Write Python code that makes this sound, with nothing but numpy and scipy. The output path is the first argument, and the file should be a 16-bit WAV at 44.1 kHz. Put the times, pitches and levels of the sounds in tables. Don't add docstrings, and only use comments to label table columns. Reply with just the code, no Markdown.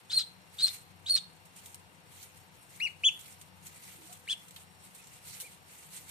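import sys
import numpy as np
from scipy import signal
from scipy.io import wavfile
from scipy.ndimage import uniform_filter1d

SR = 44100
rng = np.random.default_rng(int(sys.argv[2]) if len(sys.argv) > 2 else 0)


def log_audio(samples):
    frames = np.atleast_2d(samples).T
    limited = np.clip(frames, -1, 1)
    pcm = np.round(limited * 32767).astype(np.int16)
    wavfile.write(sys.argv[1], SR, pcm)


def volts(x):
    e = np.asarray(x, float) / 20
    return 10 ** e


N = 269010

# pitch_hz, level_db (per Hz)
AIR_SPECTRUM = [(15, -53), (25, -29), (78, -5.5), (160, -8), (245, -11), (488, -13), (604, -11),
                (923, -7.5), (1080, -10), (4420, -18), (5040, -19.5), (5460, -23), (5920, -26.5),
                (9040, -29), (14200, -32)]
AIR_DB = -62.5
# pitch_hz, width_hz, level_db
MACHINE_TONES = [(91.9, 4.3, -71.5), (158.4, 9.9, -73), (182.1, 10.5, -72), (495.5, 49, -76.5),
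                 (739.5, 40, -77), (905, 100, -76), (2772, 52, -77.5), (5480, 21, -79.5)]
# pitch_hz, likeness (-1 to 1)
LIKENESS = [(60, 0.62), (130, 0.91), (290, 0.24), (640, 0.41), (1390, -0.35), (3060, 0.11), (6720, -0.064),
            (14800, 0.078)]
# pitch_hz, left_minus_right_db
TILT = [(60, -3), (110, 19.5), (200, 10.5), (380, 13), (690, -2.5), (1280, 2), (2360, 7.5), (4340, -3.5),
        (8010, 0.5), (14800, 3)]

# pitch_hz, level_db (per Hz)
STRAW_SPECTRUM = [(880, -37), (1500, -1.5), (1700, -19.5), (2100, -5), (2820, -8.5), (4030, -8),
                  (4950, -9.5), (7420, -7), (9210, -0.5), (14200, -9.5)]
# start_s, length_s, level_db
KICKS = [(0.16, 0.012, -58), (0.545, 0.07, -65.5), (0.662, 0.085, -54), (1.094, 0.045, -65),
         (1.462, 0.0081, -74), (1.586, 0.13, -62.5), (2.124, 0.081, -64), (2.218, 0.008, -57),
         (2.37, 0.0078, -67.5), (2.557, 0.24, -72.5), (2.738, 0.12, -64), (3.047, .01, -65),
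         (3.13, 0.013, -62.5), (3.247, 0.081, -60), (3.417, 0.0085, -68), (3.66, 0.012, -60.5),
         (3.75, 0.011, -60), (3.845, 0.092, -59.5), (4.028, 0.11, -60), (4.304, 0.0071, -60),
         (4.418, 0.023, -62), (4.55, 0.062, -64.5), (4.837, 0.019, -62.5), (4.96, 0.043, -64),
         (5.032, 0.14, -65.5), (5.27, 0.11, -56.5), (5.446, 0.1, -64), (5.695, 0.15, -62),
         (5.939, 0.042, -55.5), (6.1, .01, -55.5)]
KICK_RISE_DB_PER_S, SETTLE_DB_PER_S, STILL_DB = 248, 162.5, -74
KICK_PAN_DB, PAN_PER_DB = -3, -0.25
# start_s, peak_db, pitch_hz, left_minus_right_db, length_ms
STALK_BREAKS = [(0.75, -53, 4120, -0.5, 6.1), (1.4526, -48.5, 8610, -5, 8.7),
                (1.56, -42.5, 8650, -2.5, 6.5), (1.658, -35, 8400, 0, 4.4), (1.7443, -31, 8650, 1, 2),
                (2.227, -38, 7540, -1, 5), (2.7594, -41, 9220, 0.0, 5.1), (3.1896, -39, 10500, -5, 12),
                (3.209, -40, 7900, -5, 4.1), (3.4126, -35, 9100, -1, 4.4), (3.6656, -34, 7600, 0, 4.9),
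                (4.1245, -36.5, 7850, 2.5, 6.9), (4.482, -38.5, 9000, -2.0, 3.8),
                (4.508, -36, 7950, 1, 2.6), (4.5603, -35.5, 3520, -3, 5.7), (4.9465, -40, 8500, -4, 8.9),
                (5.07, -41, 7740, -4, 3.7), (5.2712, -42, 9250, 4, 5.5), (5.331, -41.5, 7330, -5, 18),
                (5.399, -28.5, 9950, 0.5, 14.5), (5.964, -38, 9000, 4, 6), (6.09, -37.5, 10500, -9, 10)]
# start_s, level_db, pitch_hz, length_s
SHELL_RUBS = [
    (3.623, -74, 312, 0.12),
    (3.932, -60.5, 316, 0.16),
    (4.067, -63, 707, 0.086),
    (5.42, -56, 520, 0.033),
]

# start_s, pitch_hz, level_db, roughness (0-1)
SQUEALS = [
    [(.097, 3350, -44, 0.15), (.107, 3680, -31, 0.5), (.122, 3950, -37, 0.95), (.132, 4100, -22.5, 0.29),
     (.16, 4356, -28, 0.31), (.178, 4130, -13, 0), (.195, 4110, -31, 0.77), (.218, 3936, -28.5, 0.43),
     (.23, 3040, -42, .3)],
    [(.582, 3266, -39.5, .4), (.592, 3900, -33.5, 0.44), (.612, 3927, -29.5, 0.62),
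     (.632, 4320, -18.5, 0.17), (.646, 4102, -12.5, 0.1), (.657, 4290, -22, 0.16), (.68, 4016, -35, 0.99),
     (.693, 3600, -31.5, 0.14), (.699, 3170, -59, 0.5)],
    [(1.059, 2696, -42, 0.3), (1.066, 3700, -33.5, 0.31), (1.092, 4133, -29.5, 0.54),
     (1.108, 4460, -16.5, 0.02), (1.128, 4316, -27.5, 0.27), (1.154, 4247, -14.5, 0.09),
     (1.168, 4136, -34, 0.98), (1.186, 3640, -31, 0.42), (1.194, 3020, -54, 0.3)],
]
SQUEAL_PAN_DB = [1, 1.5, 0]
# crest_s, rise_s, top_hz, level_db, left_minus_right_db
CLEAN_PEEPS = [
    (2.842, 0.042, 2900, -27, 6.5),
    (3.067, 0.032, 3458, -17.5, 2.5),
]
# crest_s, rise_s, top_hz, level_db, left_minus_right_db
HOARSE_PEEPS = [
    (4.315, .045, 3454, -24, 2.6),
]
# crest_s, rise_s, top_hz, level_db, left_minus_right_db
FAR_PEEPS = [
    (5.005, .025, 2570, -58.5, -1.5),
    (5.457, 0.026, 2425, -48.5, -1.2),
]
# pitch_hz, left_db, right_db
OVERTONES = [(3500, 1, 7), (4490, -15.5, -2), (5200, -28, -26), (5700, -21, -16), (7130, -26.5, -7),
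             (7950, -14.5, -18), (8650, -13, -3.5), (10500, -8, -31), (12800, -11, -12.5)]
THIRD_DB = -13
# half_pitch_multiple, level_db
HALF_LINES = [(1, -31), (3, -13.5), (5, -10.5)]
# pitch_hz, width_hz, level_db
THROAT = [(1544, 810, -10.5), (2510, 650, -11.5), (3950, 1650, -3), (5700, 800, -12.5), (6390, 840, -10),
          (8770, 2000, -7), (13000, 1800, -25.5)]
EDGE_S, EDGE_DB = 0.0037, -1
BREAK_POWER = 1.62
BEAT_BEND_HZ, FADE_S = 70.4, .002
LEFT_LAG_S = 55 / 1070000

ROOM_T60_S, ROOM_DB, BASKET_DB = 0.21, -8.5, -9
FAR_T60_S, FAR_DB = 0.51, -23
WALL_DULL = 0.5
# pitch_hz, width_hz, share_removed (0-1)
PORT_DIPS = [(4960, 284, 0.99), (6030, 120, 0.51), (11200, 2600, 0.42)]


def rms_one(x):
    return x / np.sqrt(np.mean(x ** 2) + 1e-20)


def at_hz(points, hz, column=1):
    points = np.array(points)
    return np.interp(np.log(hz), np.log(points[:, 0]), points[:, column])


def drift(rate_hz, size):
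    r = np.exp(-2 * np.pi * rate_hz / SR)
    noise = rng.standard_normal(size + 4000)
    return rms_one(signal.lfilter([1], [1, -2 * r, r * r], noise)[4000:])


def resonate(x, hz, width_hz):
    r = np.exp(-np.pi * width_hz / SR)
    zeros = np.array([1, 0, -1]) * (1 - r * r) / 2
    return signal.lfilter(zeros, [1, -2 * r * np.cos(2 * np.pi * hz / SR), r * r], x)


def resonate_twice(x, hz, width_hz):
    return resonate(resonate(x, hz, width_hz), hz, width_hz)


def pan_gains(pan_db):
    return volts(np.multiply.outer([.5, -.5], pan_db))


def bands(source, spectrum, low_hz, patchy_db, rate_hz):
    out = 0
    edges = low_hz * 2 ** np.arange(0, np.log2(19500 / low_hz), 1 / 3)
    for k, (low, high) in enumerate(zip(edges, edges[1:])):
        band_pass = signal.butter(2, [low, high], "band", fs=SR, output="sos")
        mid, side = signal.sosfilt(band_pass, source[k % 2])
        hz = np.sqrt(low * high)
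        alike = np.clip(at_hz(LIKENESS, hz), -1, 1)
        flicker = np.repeat(drift(rate_hz * 16, size=N // 16 + 1), 16)[:N]
        gain = volts(at_hz(spectrum, hz) + patchy_db * flicker) * pan_gains(at_hz(TILT, hz))[:, None]
        out = out + gain * (np.sqrt(1 + alike) * mid + np.sqrt(1 - alike) * side * [[1], [-1]])
    return out / np.sqrt(np.mean(out.mean(axis=0) ** 2))


def background():
    noise = rng.standard_normal((2, 2, N))
    out = volts(AIR_DB + 0.5) * bands(noise, AIR_SPECTRUM, low_hz=25.45, patchy_db=0.0, rate_hz=7)
    for hz, width_hz, level_db in MACHINE_TONES:
        tone = rms_one(resonate_twice(rng.standard_normal(N), hz, width_hz))
        out += volts(level_db) * tone * pan_gains(at_hz(TILT, hz))[:, None]
    return out


def room(x):
    t = np.arange(SR // 2) / SR
    near_decay = volts(ROOM_DB - 60 * t / ROOM_T60_S) / np.sqrt(ROOM_T60_S)
    far_decay = volts(FAR_DB - 60 * t / FAR_T60_S) / np.sqrt(FAR_T60_S)
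    build_up = (1 - np.exp(-t / 0.023)) * np.sqrt(2 * np.log(1000) / SR)
    tail = rng.standard_normal((2, len(t))) * (near_decay + far_decay) * build_up
    tail = signal.lfilter([1 - WALL_DULL], [1, -WALL_DULL], tail)
    for c, lags_s in enumerate(rng.uniform(.001, 0.013, (2, 4))):
        tail[c, (lags_s * SR).astype(int)] += volts(BASKET_DB - 280 * lags_s) * [1, -1, 1, -1]
    return signal.fftconvolve(x, tail, axes=1)[:, :N]


def rustle():
    t = np.arange(N) / SR
    power = volts(2 * STILL_DB)
    for start_s, length_s, level_db in KICKS:
        rise_db = KICK_RISE_DB_PER_S * np.clip(start_s - t, 0, 1)
        settle_db = SETTLE_DB_PER_S * np.clip(t - start_s - length_s, 0, 1)
        power = power + volts(2 * (level_db - rise_db - settle_db))
    sizes = volts(1.97 * np.minimum(rng.exponential(1, (2, 2, N)), 5)) * rng.choice([-1, 1], (2, 2, N))
    crackles_per_s = 5000 * volts(3.0 * drift(40, size=N))
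    born = rng.random((2, 2, N)) < crackles_per_s / SR
    crackle = bands(sizes * born + 1e-18, STRAW_SPECTRUM, low_hz=1218.5, patchy_db=1.9, rate_hz=15)
    pan_db = KICK_PAN_DB + PAN_PER_DB * (10 * np.log10(power) + 58)
    return crackle * np.sqrt(power) * volts(6.5) * pan_gains(pan_db)


def stalk_breaks():
    out, t = np.zeros((2, N + 8000)), np.arange(8000) / SR
    for start_s, peak_db, hz, pan_db, length_ms in STALK_BREAKS:
        x = t * 1000 / length_ms
        cracks = rng.standard_normal((2, 8000)) * volts(1.1 * drift(530, size=8000))
        cracks = cracks * (1 - np.exp(-3.0 * x)) * np.exp(-x)
        burst = resonate(cracks, hz, 1120)
        for gain, ring_hz, width_hz in ((0.44, 7900, 5200), (.5, 13500, 2500), (0.34, 3700, 2300)):
            burst = burst + gain * resonate(cracks, ring_hz, width_hz)
        out[:, round(start_s * SR):][:, :8000] += volts(peak_db + 3.5) * burst * pan_gains(pan_db)[:, None]
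    return out[:, :N]


def shell_rubs():
    out, t = np.zeros((2, N + 8000)), np.arange(8000) / SR
    for start_s, level_db, hz, length_s in SHELL_RUBS:
        swell = np.sin(np.pi * np.clip(t / length_s, 0, 1)) ** 2
        rub = rms_one(resonate_twice(rng.standard_normal(8000), hz, 74))
        out[:, round(start_s * SR):][:, :8000] += volts(level_db) * swell * rub
    return out[:, :N]


def arch(row, slack, fall, snap, droop, sag_db, rough):
    crest_s, rise_s, top_hz, level_db, pan_db = row
    t = np.arange(-rise_s, rise_s * fall, .001)
    effort = np.clip(1 - (t / rise_s / np.where(t > 0, max(fall, 1), 1)) ** 2, 0, 1)
    edge = np.clip(1 - np.minimum(t - t[0], t[-1] - t) / EDGE_S, 0, 1)
    hz = top_hz * (slack + (1 - slack) * effort ** np.where(t > 0, droop, snap))
    level_db = level_db - sag_db * (1 - effort) + EDGE_DB * edge
    return np.transpose([crest_s + t, hz, level_db, rough * effort]), pan_db


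def call(rows, pan_db, wobble_hz, flutter_hz, rasp_db, half_db, over_db, throb, throb_hz, throb_lag_s):
    s, *columns = np.transpose(rows)
    start, stop = round(s[0] * SR), round(s[-1] * SR)
    t = np.arange(start, stop) / SR
    hz, level_db, rough = (uniform_filter1d(np.interp(t, s, c), size=130) for c in columns)
    rough = np.clip(rough, 0, 1) ** BREAK_POWER

    loudest_s = s[np.argmax(columns[1])]
    beat = np.pi * throb_hz * (t - loudest_s - throb_lag_s)
    swell = 1 - throb * (1 - rough) * np.sin(beat) ** 2
    hz = hz + BEAT_BEND_HZ * throb * np.sin(2 * beat + 0.78)
    hz = hz + rough * wobble_hz * drift(297, size=9000)[:len(t)]

    flutter_rate_hz = flutter_hz * (1 + .1 * drift(120, size=9000)[:len(t)])
    flutter = 2 * np.pi * np.cumsum(flutter_rate_hz) / SR
    stutter_db = 5.3 * np.cos(flutter) + 7.5 * drift(200, size=9000)[:len(t)] - 3.5
    phase = 2 * np.pi * np.cumsum(hz) / SR + 1.74 * rough * np.sin(flutter + 0.39)
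    phase = phase - 2 * np.pi * hz * LEFT_LAG_S * [[1], [0]]

    tone = np.sin(phase)
    for k, extra_db in ((2, 0.0016), (3, THIRD_DB)):
        overtone_db = np.array([at_hz(OVERTONES, k * hz, column=c) for c in (1, 2)])
        tone += volts(overtone_db + extra_db + over_db) * np.sin(k * phase)
    for k, extra_db in HALF_LINES:
        tone += rough * volts(half_db + extra_db) * np.sin(k * phase / 2)

    slaps = np.diff(flutter // (2 * np.pi), prepend=0) * np.sqrt(SR / flutter_hz)
    breath = rng.standard_normal((2, 9000))[:, :len(t)]
    puff = (0.55 * breath + 1.11 * slaps) * volts(6.4 * rough * drift(330, size=9000)[:len(t)])
    rasp = 0
    for k, (throat_hz, width_hz, db) in enumerate(THROAT):
        rasp = rasp + (-1) ** k * volts(db) * resonate_twice(puff, throat_hz, width_hz)

    sound = tone * volts(rough * stutter_db) * swell + rough * volts(rasp_db) * rasp
    fade = np.clip(np.minimum(t - t[0], t[-1] - t) / FADE_S, 0, 1)
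    out = np.zeros((2, N))
    out[:, start:stop] = sound * volts(level_db) * pan_gains(pan_db)[:, None] * fade
    return out


def clean_peeps():
    shape = dict(slack=0.6, fall=0.86, snap=0.59, droop=0.99, sag_db=10, rough=.05)
    voice = dict(wobble_hz=150, flutter_hz=1650, rasp_db=3, half_db=1, over_db=-1,
                 throb=0.089, throb_hz=47.4, throb_lag_s=.005)
    return sum(call(*arch(row, **shape), **voice) for row in CLEAN_PEEPS)


def hoarse_peeps():
    shape = dict(slack=0.43, fall=0.52, snap=1.0, droop=1.39, sag_db=22.5, rough=.22)
    voice = dict(wobble_hz=153, flutter_hz=900, rasp_db=12, half_db=17.5, over_db=-5,
                 throb=.9, throb_hz=100.8, throb_lag_s=0.0038)
    return sum(call(*arch(row, **shape), **voice) for row in HOARSE_PEEPS)


def far_peeps():
    shape = dict(slack=.85, fall=1.12, snap=0.75, droop=1.2, sag_db=11, rough=.3)
    voice = dict(wobble_hz=150, flutter_hz=1690, rasp_db=3, half_db=-6, over_db=-10,
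                 throb=.15, throb_hz=60, throb_lag_s=.001)
    return sum(call(*arch(row, **shape), **voice) for row in FAR_PEEPS)


def squeals():
    voice = dict(wobble_hz=260, flutter_hz=679, rasp_db=3.5, half_db=-30, over_db=0.5,
                 throb=0.51, throb_hz=90.4, throb_lag_s=.0001)
    return sum(call(rows, pan_db, **voice) for rows, pan_db in zip(SQUEALS, SQUEAL_PAN_DB))


def scene():
    voices = squeals() + clean_peeps() + hoarse_peeps() + far_peeps()
    voices -= 0.61 * resonate(voices, 10670, 2200)
    near = voices + stalk_breaks() + shell_rubs()
    return near + room(near) + rustle() + background()


def top_cut(x):
    return signal.sosfilt(signal.butter(12, 15360, fs=SR, output="sos"), x)


def record(dry):
    for hz, width_hz, share in PORT_DIPS:
        dry = dry - share * resonate(dry, hz, width_hz)
    low_pass = signal.ellip(12, .5, 45, 14280, fs=SR, output="sos")
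    return top_cut(signal.sosfilt(low_pass, dry))


dry = scene()
out = record(dry)
log_audio(out)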